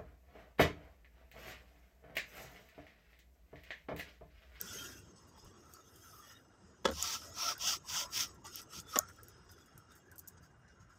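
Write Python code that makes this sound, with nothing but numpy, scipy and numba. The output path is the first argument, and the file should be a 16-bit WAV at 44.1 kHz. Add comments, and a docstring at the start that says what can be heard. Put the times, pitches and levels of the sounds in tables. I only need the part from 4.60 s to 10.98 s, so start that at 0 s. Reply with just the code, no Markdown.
"""A hand wipes a cloth over plastic covers in an open engine bay, outdoors, on one mono microphone.
Fibres catching and slipping are random clicks through resonances of the plastic; the panel rings along.
The hand bumps the cover now and then: short noisy contacts shake its modes. A steel watch strap ticks
in short bright decaying sines with a rustle of noise after them. Far traffic rumbles below in slowly
flickering bands of noise, with a thin whine and short low thumps of handling."""
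import sys
import numpy as np
from scipy import signal
from scipy.io import wavfile
from numba import njit

SR = 44100
rng = np.random.default_rng(int(sys.argv[2]) if len(sys.argv) > 2 else 0)


def output_pcm(signal):
    """Save a mono or channel-first signal as 16-bit PCM at the path in sys.argv[1].

    Samples are clipped to [-1, 1] before scaling.
    """
    pcm = np.clip(np.atleast_2d(signal).T, -1, 1) * 32767
    wavfile.write(sys.argv[1], SR, np.round(pcm).astype(np.int16))


def invert_db(x):
    """Field ratio 10**(x/20) for x, a level in decibels (scalar or array-like)."""
    u = np.asarray(x, float) / 20
    return 10 ** u


N = 281358


def rms_one(x):
    """Scales a sound to rms 1."""
    return x / np.sqrt(np.mean(x ** 2) + 1e-20)


def peak_one(x):
    """Scales a sound to peak 1."""
    return x / np.max(np.abs(x))


def in_time(rows):
    """Joins the rows of a table by straight lines over the scene; the first column is the time in s."""
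    s, *columns = np.transpose(rows)
    return [np.interp(np.arange(N) / SR, s, column) for column in columns]


def drift(rate_hz):
    """Slow chance with rms 1: noise through two equal low-pass poles at rate_hz, one value per 128 samples."""
    r = np.exp(-2 * np.pi * rate_hz * 128 / SR)
    settle = 800
    noise = rng.standard_normal(N // 128 + 2 + settle)
    slow = rms_one(signal.lfilter([1], [1, -2 * r, r * r], noise)[settle:])
    return np.interp(np.arange(N) / 128, np.arange(len(slow)), slow)


def cut(x, hz, kind, order=2):
    """A Butterworth filter."""
    return signal.sosfilt(signal.butter(order, hz, kind, fs=SR, output="sos"), x)


def resonate(x, hz, width_hz):
    """A two-pole resonance with gain 1 on top."""
    r = np.exp(-np.pi * width_hz / SR)
    gain = (1 - r * r) / 2
    return signal.lfilter(np.array([1, 0, -1]) * gain, [1, -2 * r * np.cos(2 * np.pi * hz / SR), r * r], x)


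def ring(force, hz, t60):
    """A unit click sets a decaying sine of starting height 1 ringing."""
    r, w = invert_db(-60 / (t60 * SR)), 2 * np.pi * hz / SR
    return signal.lfilter([0, np.sin(w)], [1, -2 * r * np.cos(w), r * r], force)


@njit
def glide(x, hz, r, sr):
    """A resonance whose centre moves; r is its pole radius."""
    y = np.zeros(len(x))
    for i in range(2, len(x)):
        y[i] = x[i] - x[i - 2] + 2 * r * np.cos(2 * np.pi * hz[i] / sr) * y[i - 1] - r * r * y[i - 2]
    return y


# far traffic: start_s, rumble_db (below 200 Hz), murmur_db (200 to 700 Hz)
TRAFFIC = [(0, -59, -59.5), (.3, -60, -61.5), (.6, -64, -67.5), (1.2, -68.5, -66), (1.9, -68, -71),
           (2.6, -63, -63.5), (3.3, -61.5, -67), (3.9, -65, -65.5), (4.5, -62.5, -67), (5.1, -68.5, -70.5),
           (5.7, -65, -70), (6.38, -65, -72.5)]
# short low thumps as the hand or the microphone is handled: peak_s, peak_db
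THUMPS = [(.39, -60.5), (.72, -58.5), (.86, -55.5), (2.04, -62), (2.36, -50), (3.33, -57), (3.47, -62),
          (3.68, -60), (4.189, -54), (4.43, -57.5), (4.63, -65), (5.169, -57), (5.821, -56.5), (6.23, -64)]
THUMP_S = 0.025   # half width
# colour of the far noise: pitch_hz, level_db (relative, within rumble, murmur or air)
AIR_COLOUR = [(24, -53.5), (40, -20.5), (81, -7), (144, -15), (290, -13.5), (320, -21), (345, -12.5),
              (646, -21.5), (1680, -25), (2210, -40.5), (2910, -37.5), (4030, -48), (5050, -44),
              (8550, -49), (16000, -80)]
AIR_DB = -73.5   # level of the air above 700 Hz
WHINE_HZ, WHINE_WIDTH_HZ, WHINE_DB = 2840, 42.8, -87


def outdoors(patchy_db=3.0):
    """Far noise in flickering third-octave bands, the lowest also shaped into thumps; a whine of uneven level."""
    t = np.arange(N) / SR
    rumble_db, murmur_db = in_time(TRAFFIC)
    thumps = sum(invert_db(db) * np.exp(-((t - s) / THUMP_S) ** 2) for s, db in THUMPS)
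    colour_hz, colour_db = np.transpose(AIR_COLOUR)
    edges = 25 * 2 ** np.arange(0, 9.4, 1 / 3)
    white = rng.standard_normal((2, N))   # neighbouring bands take turns at the two noises
    groups = np.zeros((3, N))
    for k, (low, high) in enumerate(zip(edges, edges[1:])):
        hz = np.sqrt(low * high)
        level_db = np.interp(np.log(hz), np.log(colour_hz), colour_db)
        band = cut(white[k % 2], [low, high], "band")
        groups[int(hz > 200) + int(hz > 700)] += invert_db(level_db + patchy_db * drift(10)) * band
    low_noise, murmur, air = (rms_one(group) for group in groups)
    whine = resonate(resonate(white[0], WHINE_HZ, WHINE_WIDTH_HZ), WHINE_HZ, WHINE_WIDTH_HZ)
    whine = invert_db(WHINE_DB + 3.3 * drift(8.9)) * rms_one(whine)
    rumble_and_thumps = np.hypot(invert_db(rumble_db), thumps) * low_noise
    return rumble_and_thumps + invert_db(murmur_db) * murmur + invert_db(AIR_DB) * air + whine


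# strap links touching: start_s, peak_db (before the high-pass), low_modes_db (lift of the low link modes)
TICKS = [(0.013, -23.5, -12), (0.39, -54.5, 3), (0.8456, -58, -1), (1.1372, -40.5, -8), (1.3593, -48, -17),
         (2.3024, -60, -10), (2.3126, -42, -18), (2.4167, -40, -8), (2.4256, -18, -9), (2.9796, -39.5, -22),
         (3.7434, -60, -30), (3.8653, -42, 7), (3.957, -30.5, -3), (4.0164, -42, -3), (4.024, -58, -4),
         (4.201, -35, -2), (4.3397, -41.5, -11), (4.3735, -36.5, -11), (4.3883, -10, -12),
         (4.4867, -52, -1), (4.4995, -63, 1), (4.5331, -67, -10), (4.561, -63, -20), (4.6325, -41, -24),
         (4.6838, -44, -29), (4.6964, -64, -21), (4.916, -49, -7), (5.0589, -60, -2), (5.178, -44, -12),
         (5.319, -60, -2), (5.353, -56, -21), (5.3604, -57, -21.5), (5.515, -50, -5), (5.5582, -49, -8),
         (5.5817, -39, -1), (5.591, -35.5, -21), (5.595, -36.5, -14), (5.675, -43, 1), (5.679, -35.5, -15),
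         (5.684, -39, -7), (5.8268, -73, -1)]
# modes of a link: pitch_hz, level_db (relative), t60_s (before RING_STRETCH)
LINK_LOW = [(5100, -7, 0.0077), (5840, 1.5, 0.012), (6760, 10, 0.0067), (7630, 1.5, 0.00527)]
LINK_HIGH = [(9000, -11.5, 0.0042), (10320, -14.5, 0.0049), (11470, -3.5, 0.0055), (12110, 1.5, 0.00458),
             (12860, -1.5, 0.0044), (14260, 2, 0.0057), (15290, -7, 0.008)]
TICK_LENGTH, RING_STRETCH = 3000, 0.92   # samples; factor on every t60
RUSTLE_DB, RUSTLE_REF_DB = -58, -45   # rustle level after a tick of the reference peak
RUSTLE_FOLLOWS, RUSTLE_T60_S = 0.45, 0.075   # dB of rustle per dB of tick; decay


def strap():
    """Each touch of two links rings short bright modes; loose neighbours rustle after it."""
    out, t = np.zeros(N + TICK_LENGTH), np.arange(TICK_LENGTH) / SR
    luck = rng.normal(0, 1, (len(TICKS), 10))
    noise = rng.standard_normal((len(TICKS), TICK_LENGTH))
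    low_noise, high_noise = resonate(noise, 8600, 910), cut(noise, 5900, "high")
    rise = 1 - np.exp(-t / 0.00044)
    for k, (s, peak_db, low_db) in enumerate(TICKS):
        modes = [(hz, db + low_db, t60) for hz, db, t60 in LINK_LOW] + LINK_HIGH[:6]   # ten modes sound
        tick = 0
        for (hz, db, t60), chance in zip(modes, luck[k]):
            # chance moves both level and pitch of a mode
            decay = invert_db(db + 6.3 * chance - 60 * t / (t60 * RING_STRETCH))
            tick = tick + decay * np.sin(2 * np.pi * hz * (1 + 0.012 * chance) * t)
        rustle_db = RUSTLE_DB + RUSTLE_FOLLOWS * (peak_db - RUSTLE_REF_DB)
        rustle = high_noise[k] + invert_db(low_db + 8.0) * low_noise[k]
        rustle = invert_db(rustle_db - 60 * t / RUSTLE_T60_S) * rustle
        out[round(s * SR):][:TICK_LENGTH] += invert_db(peak_db) * peak_one(rise * tick) + rise * rustle
    return cut(out[:N], 4080, "high")


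BUMP_LENGTH, CONTACT_RISE_S = 16000, 0.00072   # samples; s
PUSH_HZ, PUSH_T60_S = 75.3, 0.387
CRACK_DB = -9   # re the knock's peak


def blows(rows, modes, thud_db):
    """A sharp first touch and a rough contact of a few ms shake the modes; the whole cover gives a low push."""
    out, t = np.zeros(N + BUMP_LENGTH), np.arange(BUMP_LENGTH) / SR
    luck = rng.normal(0, 1, (len(rows), len(modes)))
    first_touch = 0.13 * np.exp(-t * SR)
    for (s, peak_db, contact_s, bright_db, push_db), chances in zip(rows, luck):
        rough = rng.standard_normal(BUMP_LENGTH) * np.exp(-(t / contact_s) ** 2)
        rough = rough * (1 - np.exp(-t / CONTACT_RISE_S))
        force = rough / np.sqrt(np.sum(rough ** 2)) + first_touch
        knock = 0
        for (hz, db, t60), chance in zip(modes, chances):
            # a harder contact lifts the upper modes
            mode_db = db + bright_db * np.log2(hz / 1000) + 1.4 * chance
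            knock = knock + invert_db(mode_db) * peak_one(ring(force, hz, t60))
        knock = peak_one(cut(knock, 216, "high", order=4))
        # the contact itself is heard as a broad dry crack and a dull thud of cloth
        crack = peak_one(cut(cut(force, 885, "high"), 5650, "low", order=4))
        crack = invert_db(CRACK_DB + 1.2 * min(bright_db, 0)) * crack
        thud = invert_db(thud_db) * peak_one(cut(force, [420, 1500], "band"))
        push = invert_db(push_db - 60 * t / PUSH_T60_S) * np.sin(2 * np.pi * PUSH_HZ * t)
        push = (1 - np.exp(-t / 0.034)) * push
        out[round(s * SR):][:BUMP_LENGTH] += invert_db(peak_db) * (knock + crack + thud) + push
    return out[:N]


# the hand meets the middle of the cover (BUMPS) or its stiff edge (KNOCKS):
# start_s, peak_db (of the modes), contact_s, brightness_db (per octave), push_db (before its slow rise)
BUMPS = [(2.245, -38, 0.0055, 2, -54), (2.2526, -17.5, 0.0099, 1, -36), (2.273, -29, 0.0069, 0, -55),
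         (2.285, -28, 0.0093, -1, -32.5), (2.293, -32, 0.0068, -13, -58), (2.3, -33.5, 0.0064, -2, -54),
         (2.314, -35.5, 0.013, -5, -55)]
KNOCKS = [(3.848, -51.5, 0.0089, 4, -57), (4.269, -61, .005, 4, -64), (4.3582, -21, 0.0018, 7.5, -54),
          (4.362, -23, .010, -0.5, -62), (4.378, -35.5, .005, -3, -62.5), (4.585, -74, .005, -7, -63),
          (4.891, -53.5, 0.0057, 8, -61)]
# modes of the cover's middle and of its edge: pitch_hz, level_db (relative), t60_s (for a blow)
PANEL = [(251, -9, 0.06), (312, -6.5, 0.075), (487, -5.5, 0.04), (542, 3.5, 0.045), (618, -10.5, 0.029),
         (725, -4.5, 0.042), (913, -9.5, 0.065), (1080, 4, 0.02), (1350, 3.5, 0.03), (1652, -2.5, 0.024),
         (1976, -7.5, 0.037), (3040, -9, 0.014), (3370, -1, 0.019), (5040, -15, 0.031), (5460, -11, 0.037),
         (6170, -8, 0.0055), (7700, -42, .02)]
EDGE = [(229, -26, .04), (322, -16, 0.055), (620, -7, 0.071), (750, -1.5, 0.0295), (1110, 0, 0.064),
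        (1290, -7, .04), (1500, -12, .02), (1813, -7, .03), (2060, -11.5, .02), (2900, -15.5, .015),
        (3420, -13.5, .015), (4720, -20.5, .015), (5830, -14, 0.013), (6060, -15, 0.0095)]
LOW_BODY_DB = 3   # lift of the four lowest panel modes
THUD_DB, EDGE_THUD_DB = -13.5, -21.5   # re the knock's peak


def bumps():
    """Mid-panel blows favour the four lowest modes; the edge has modes of its own."""
    middle = [(hz, db + LOW_BODY_DB, t60) for hz, db, t60 in PANEL[:4]] + PANEL[4:]
    return blows(BUMPS, middle, THUD_DB) + blows(KNOCKS, EDGE, EDGE_THUD_DB)


def slips(per_s, spread_db, clump_db):
    """Fibres catch and let go at random, in clumps, with a few large jerks."""
    sizes = invert_db(spread_db * np.minimum(rng.exponential(1, N), 5)) * rng.choice([-1, 1], N)
    happens = rng.random(N) < per_s / SR
    return rms_one(sizes * happens * invert_db(clump_db * drift(60)))


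# strokes of the cloth: start_s, fastest_s, stop_s (at least RELEASE_S after fastest_s),
# rasp_db, panel_db (re rasp), fibres_db (re rasp)
STROKES = [(-.06, 0.16, 0.46, -48.5, -7.5, -7), (0.559, 0.56, 0.65, -62.5, -25, -29),
           (.66, 0.692, 0.7, -70, 0, -2), (0.732, 0.806, 0.89, -64, -21, -14),
           (0.824, 0.865, 0.95, -65.5, -17, -11), (.92, 1.016, 1.47, -68, -3, -13),
           (1.06, 1.136, 1.25, -64.5, -6, -8), (1.197, 1.344, 1.55, -73.5, 4, 5.5),
           (1.34, 1.46, 1.91, -61.5, -12, -3.5), (1.536, 1.727, 1.73, -63.5, -3, -9),
           (2.25, 2.515, 2.625, -40, -8.5, -9), (2.56, 2.63, 2.735, -51, -9.5, -9.5),
           (2.695, 2.881, 2.96, -38.5, -7.5, -10.5), (2.967, 3.092, 3.194, -35, -11, -10.5),
           (3.236, 3.377, 3.48, -38, -9.5, -9.5), (3.496, 3.594, 3.68, -36.5, -21, -7),
           (3.836, 3.859, 3.93, -51.5, -6.5, -14), (3.884, 3.975, 4.05, -47.5, -19, -9.5),
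           (4.076, 4.179, 4.23, -47, -13.5, -9.5), (4.252, 4.346, 4.446, -48, -10.5, -8.5),
           (4.355, 4.365, 4.39, -46, -9, -27), (4.387, 4.443, 4.6, -70.5, 11, -24),
           (4.45, 4.49, 4.1, -60.5, -1.5, -26), (4.58, 4.594, 4.38, -71, 16, -7),
           (4.654, 4.695, 4.77, -65, -3, -29), (4.88, 4.92, 4.96, -65, -8, -5),
           (4.94, 4.99, 5.08, -67, -8, -10), (5.285, 5.31, 5.36, -65, -2.5, -16),
           (5.34, 5.365, 5.41, -67, -2.5, -6), (5.81, 5.845, 5.89, -67, 1.5, -12),
           (5.765, 5.781, 4.6, -65, 2.5, -30), (5.97, 5.995, 5.9, -81, -6, -4),
           (6.078, 6.079, 6.2, -69.5, 2, -28), (6.191, 6.212, 6.26, -68.5, 0.5, -16),
           (6.292, 6.298, 6.7, -73.5, 4, -13)]
SPEED_POWER, PANEL_SPEED_POWER, FIBRE_SPEED_POWER = 1.73, 2.26, 1.9   # sound grows as these powers of speed
RELEASE_S, TREMBLE_DB = 0.004, 0.5   # the cloth coasts after the hand stops; the hand is unsteady


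def strokes():
    """The hand speeds up and slows down along quarter sines; rasp, panel, fibres follow as powers of speed."""
    t, power = np.arange(N) / SR, np.zeros((3, N))
    for start, fastest, stop, rasp_db, panel_db, fibre_db in STROKES:
        stop = max(stop, fastest + RELEASE_S)
        now = slice(max(round(start * SR), 0), round(stop * SR))
        speed = np.sin(np.pi / 2 * np.interp(t[now], [start, fastest, stop], [0, 1, 0]))
        levels = np.array([speed ** SPEED_POWER,
                           invert_db(panel_db) * speed ** PANEL_SPEED_POWER,
                           invert_db(fibre_db) * speed ** FIBRE_SPEED_POWER])
        power[:, now] += (invert_db(rasp_db) * levels) ** 2
    r = np.exp(-1 / (RELEASE_S * SR))
    coasting = signal.lfilter([1 - r], [1, -r], power)
    return np.sqrt(np.maximum(power, coasting)) * invert_db(TREMBLE_DB * drift(29.0))


LIGHT_DB, FIRM_DB = -59, -44   # rub levels of a fully light and a fully firm touch
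LEAST_FIRM_SHARE = 0.32   # the touch is never lighter than this
RIBBED_UNTIL_S, RIBBED_FIRM_SHARE = .5, .45   # the first wipe crosses a part that keeps its narrow modes


def firmness(rub, ribbed):
    """The harder the cloth presses, the more the broad rasp takes over from the narrow modes."""
    firm = np.clip((20 * np.log10(rub) - LIGHT_DB) / (FIRM_DB - LIGHT_DB), 0, 1)
    firm = np.maximum(firm, LEAST_FIRM_SHARE)
    return np.where(ribbed, np.minimum(firm, RIBBED_FIRM_SHARE), firm)


HOP, HOLD_S = 0.025, .06   # spread of the pitch steps as a share of the pitch; mean hold


def hopping(force, hz, width_hz):
    """A narrow mode with random stepped pitch; its resonance is applied twice."""
    hops = np.cumsum(rng.random(N) < 1 / (HOLD_S * SR))
    centre = hz * (1 + HOP * rng.standard_normal(2000)[hops])
    r = np.exp(-np.pi * width_hz / SR)
    return ((1 - r * r) / 2) ** 2 * glide(glide(force, centre, r, SR), centre, r, SR)


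def through(modes, force, patchy_db, sharpen=resonate):
    """Parallel resonances of alternating sign, each with a slow random level; rms 1."""
    total = 0
    for k, (hz, width_hz, db) in enumerate(modes):
        total = total + (-1) ** k * invert_db(db + patchy_db * drift(10.2)) * sharpen(force, hz, width_hz)
    return rms_one(total)


# broad modes under a firm touch: pitch_hz, width_hz, level_db (relative)
RASP = [(4500, 660, 2), (4840, 360, 6.5), (5524, 504, 8), (6310, 930, 3), (7920, 1600, -13)]
SCUFF = [(1890, 770, -6), (2593, 280, -1), (3145, 580, 1.5), (3710, 550, -4)]
# narrow modes under a light touch: pitch_hz, width_hz (of each of two passes), level_db (relative)
SQUEAKS = [(4720, 120, -8.5), (5136, 150, 0.5), (5380, 70, -3), (5893, 140, -4), (6405, 263, 0.5),
           (6900, 110, -3.5), (7735, 235, -5.5), (7930, 1300, -14.5)]
LOW_SQUEAKS = [(1853, 36, 4.5), (2460, 90, -15), (2900, 430, -5), (3302, 106, 3.5), (3566, 210, -2),
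               (3933, 100, -12.5)]


def rasp_and_scuff(force, firm):
    """The slips sound in broad modes under a firm touch, in narrow modes of stepped pitch under a light one."""
    rasp = firm * through(RASP, force, patchy_db=1.0)
    rasp = rasp + (1 - firm) * through(SQUEAKS, force, patchy_db=3.0, sharpen=hopping)
    scuff = firm * through(SCUFF, force, patchy_db=1.5)
    scuff = scuff + (1 - firm) * through(LOW_SQUEAKS, force, patchy_db=6.0, sharpen=hopping)
    return cut(rasp, 2300, "high"), cut(scuff, 4600, "low")


# hiss of the fibres: pitch_hz, width_hz, level_db (relative)
FIBRES = [(8500, 6100, 0), (12200, 1450, 4.5), (15100, 2700, 5)]
LIGHT_FIBRE_HZ, LIGHT_FIBRE_DB = 11500, 4.5   # a light touch favours the whisper of the finest fibres


def fibre_hiss(force, firm):
    """Fibres hiss high up; under a light touch the finest come forward and flicker."""
    hiss = cut(through(FIBRES, force, patchy_db=0.5), 4200, "high", order=4)
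    finest = invert_db(LIGHT_FIBRE_DB + 2.6 * drift(12.0)) * cut(hiss, LIGHT_FIBRE_HZ, "high", order=8)
    return firm * hiss + (1 - firm) * (finest + invert_db(-4.5) * hiss)


def panel_answer(force, panel_hz, firm):
    """The panel answers in one wandering mode, joined by its flickering middle modes when pressed; rms 1."""
    wandering_hz = panel_hz * (1 + 0.065 * drift(12.0))
    narrow = rms_one(glide(force, wandering_hz, np.exp(-np.pi * 100 / SR), SR))   # 100 Hz wide
    narrow = narrow * invert_db(3.8 * drift(16.0) - 7.6 * firm)
    # the rubbed middle modes ring longer than after a blow
    broad = rms_one(sum(invert_db(db + 11.0 * np.tanh(drift(9.4))) * ring(force, hz, 1.4 * t60)
                        for hz, db, t60 in PANEL[4:11]))
    both = narrow + invert_db(-8.0 + 7.26 * firm) * broad
    return rms_one(cut(cut(both, 660, "high"), 2400, "low"))


def cover_drone(force):
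    """The three lowest panel modes, equally driven by the slips; rms 1."""
    return rms_one(cut(sum(ring(force, hz, t60) for hz, db, t60 in PANEL[:3]), 110, "high"))


# one narrow mode of the plastic sings for a moment under the dragging cloth; the rows at 4.377 s and 4.38 s #
# are the edge ringing on at 615 and 1380 Hz after the knock at 4.358 s: # start_s, length_s, pitch_hz, level_db
# (before its swell and fade)
SINGS = [(0, 0.071, 1420, -60.5), (0.06, 0.079, 3135, -63), (0.084, 0.27, 1400, -56.5),
         (0.124, 0.082, 1990, -64), (0.183, 0.048, 2640, -63), (.22, 0.12, 1630, -60),
         (0.325, 0.11, 2730, -70), (1.038, 0.17, 1283, -68.5), (1.136, 0.031, 4590, -68),
         (1.428, 0.085, 1330, -66), (1.517, 0.15, 1235, -63.5), (1.61, 0.19, 1824, -66.5),
         (1.626, 0.18, 2900, -73), (1.73, 0.052, 3730, -65), (1.706, 0.12, 1380, -72),
         (2.36, 0.24, 1296, -60), (2.629, 0.11, 607, -62), (2.756, 0.092, 970, -63),
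         (2.81, 0.13, 694, -55.5), (2.842, 0.085, 1294, -47.5), (2.913, 0.027, 1210, -49),
         (3.03, 0.15, 1294, -56), (3.04, 0.1, 810, -59), (3.3, 0.17, 1000, -53.5), (3.333, 0.13, 1370, -54),
         (3.387, 0.094, 620, -59), (3.54, 0.079, 1020, -57), (3.577, .09, 1380, -56.5),
         (3.841, .04, 870, -56), (3.858, 0.19, 1350, -63.5), (4.107, 0.088, 1310, -63),
         (4.275, 0.16, 1290, -62), (4.329, 0.033, 1270, -48.5), (4.377, 0.027, 615, -41.5),
         (4.38, 0.019, 1380, -46.5), (4.42, 0.051, 1350, -57.5)]
SING_WIDTH_HZ = 90


def sings(force):
    """Each mode, two resonances in a row, swells and fades within its row's length."""
    out = np.zeros(N)
    for s, length, hz, db in SINGS:
        now = slice(round(s * SR), round((s + length) * SR))
        tone = rms_one(resonate(resonate(force[now], hz, SING_WIDTH_HZ), hz, 2 * SING_WIDTH_HZ))
        swell = np.sqrt(np.sin(np.linspace(0, np.pi, len(tone))).clip(0))
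        out[now] += invert_db(db) * tone * swell
    return out


# steady rub and panel level under the whole scene, during strokes as well as between them:
# start_s, rasp_db, panel_db, panel_pitch_hz
STEADY = [(0, -51.5, -54, 1426), (.2, -51.5, -78, 1367), (.3, -56, -64, 1670), (.5, -69.5, -73.5, 1120),
          (.78, -67.5, -69, 986), (1.1, -73, -74, 1290), (1.7, -63, -71, 1350), (1.83, -74.5, -73.5, 1350),
          (2.2, -72.5, -75, 1330), (2.45, -84.5, -93, 1286), (2.9, -51.5, -50.5, 1330),
          (3.1, -76, -77, 1374), (3.24, -59.5, -65, 1020), (3.35, -65, -58, 1370),
          (3.47, -64.5, -62.5, 1015), (3.62, -42, -55.5, 1400), (3.78, -76.5, -70, 960),
          (4.0, -72, -71, 1323), (4.3, -69.5, -66.5, 1300), (4.37, -58, -40, 1250), (4.44, -65, -72, 1325),
          (4.75, -70, -69, 1386), (5.2, -69.5, -71, 1403), (5.7, -74, -71, 1580), (6.38, -80, -73.5, 1450)]
STEADY_SCUFF_DB, STEADY_FIBRE_DB = -7, -22   # re steady rasp
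SCUFF_DB, LIGHT_SCUFF_DB = -4.5, -6.5   # re rasp in a stroke; a light stroke scuffs less
COVER_DRONE_DB = -25.5   # re rasp in a stroke


def wiping():
    """One slip train drives rasp, scuff and hiss; the panel answers around a pitch set by where the hand presses."""
    steady_db, steady_panel_db, panel_hz = in_time(STEADY)
    stroke, stroke_panel, stroke_fibre = strokes()
    steady = invert_db(steady_db + 2.0 * drift(2.6))
    rub = np.hypot(stroke, steady)
    force = slips(per_s=14000, spread_db=2.0, clump_db=1.0)
    ribbed = np.arange(N) / SR < RIBBED_UNTIL_S
    firm = firmness(rub, ribbed)
    rasp, scuff = rasp_and_scuff(force, firm)
    stroke_scuff = invert_db(SCUFF_DB + LIGHT_SCUFF_DB * (1 - firm) * ~ribbed) * stroke
    scuff_level = np.hypot(stroke_scuff, invert_db(STEADY_SCUFF_DB) * steady)
    fibre_level = np.hypot(stroke_fibre, invert_db(STEADY_FIBRE_DB + 5.4 * drift(15.0)) * steady)
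    panel_level = np.hypot(stroke_panel, invert_db(steady_panel_db))
    plastic = rub * rasp + scuff_level * scuff + sings(force)
    panel = panel_level * panel_answer(force, panel_hz, firm)
    drone = invert_db(COVER_DRONE_DB) * stroke * cover_drone(force)
    return plastic + panel + drone + fibre_level * fibre_hiss(force, firm)


def scene():
    """Far traffic with handling thumps, strap, bumps and the wiping cloth, in one channel."""
    return (outdoors() + strap() + bumps() + wiping())[None]


def band_limit(x):
    """A steep low-pass at the top of the band."""
    return signal.sosfilt(signal.butter(12, 16800, fs=SR, output="sos"), x)


def record(dry):
    """The top is cut steeply, 30 dB down from just below 16 kHz."""
    top_cut = signal.cheby2(10, 30, 15918.5, fs=SR, output="sos")
    mix = signal.sosfilt(top_cut, dry)
    return band_limit(mix)


dry = scene()
out = record(dry)
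output_pcm(out)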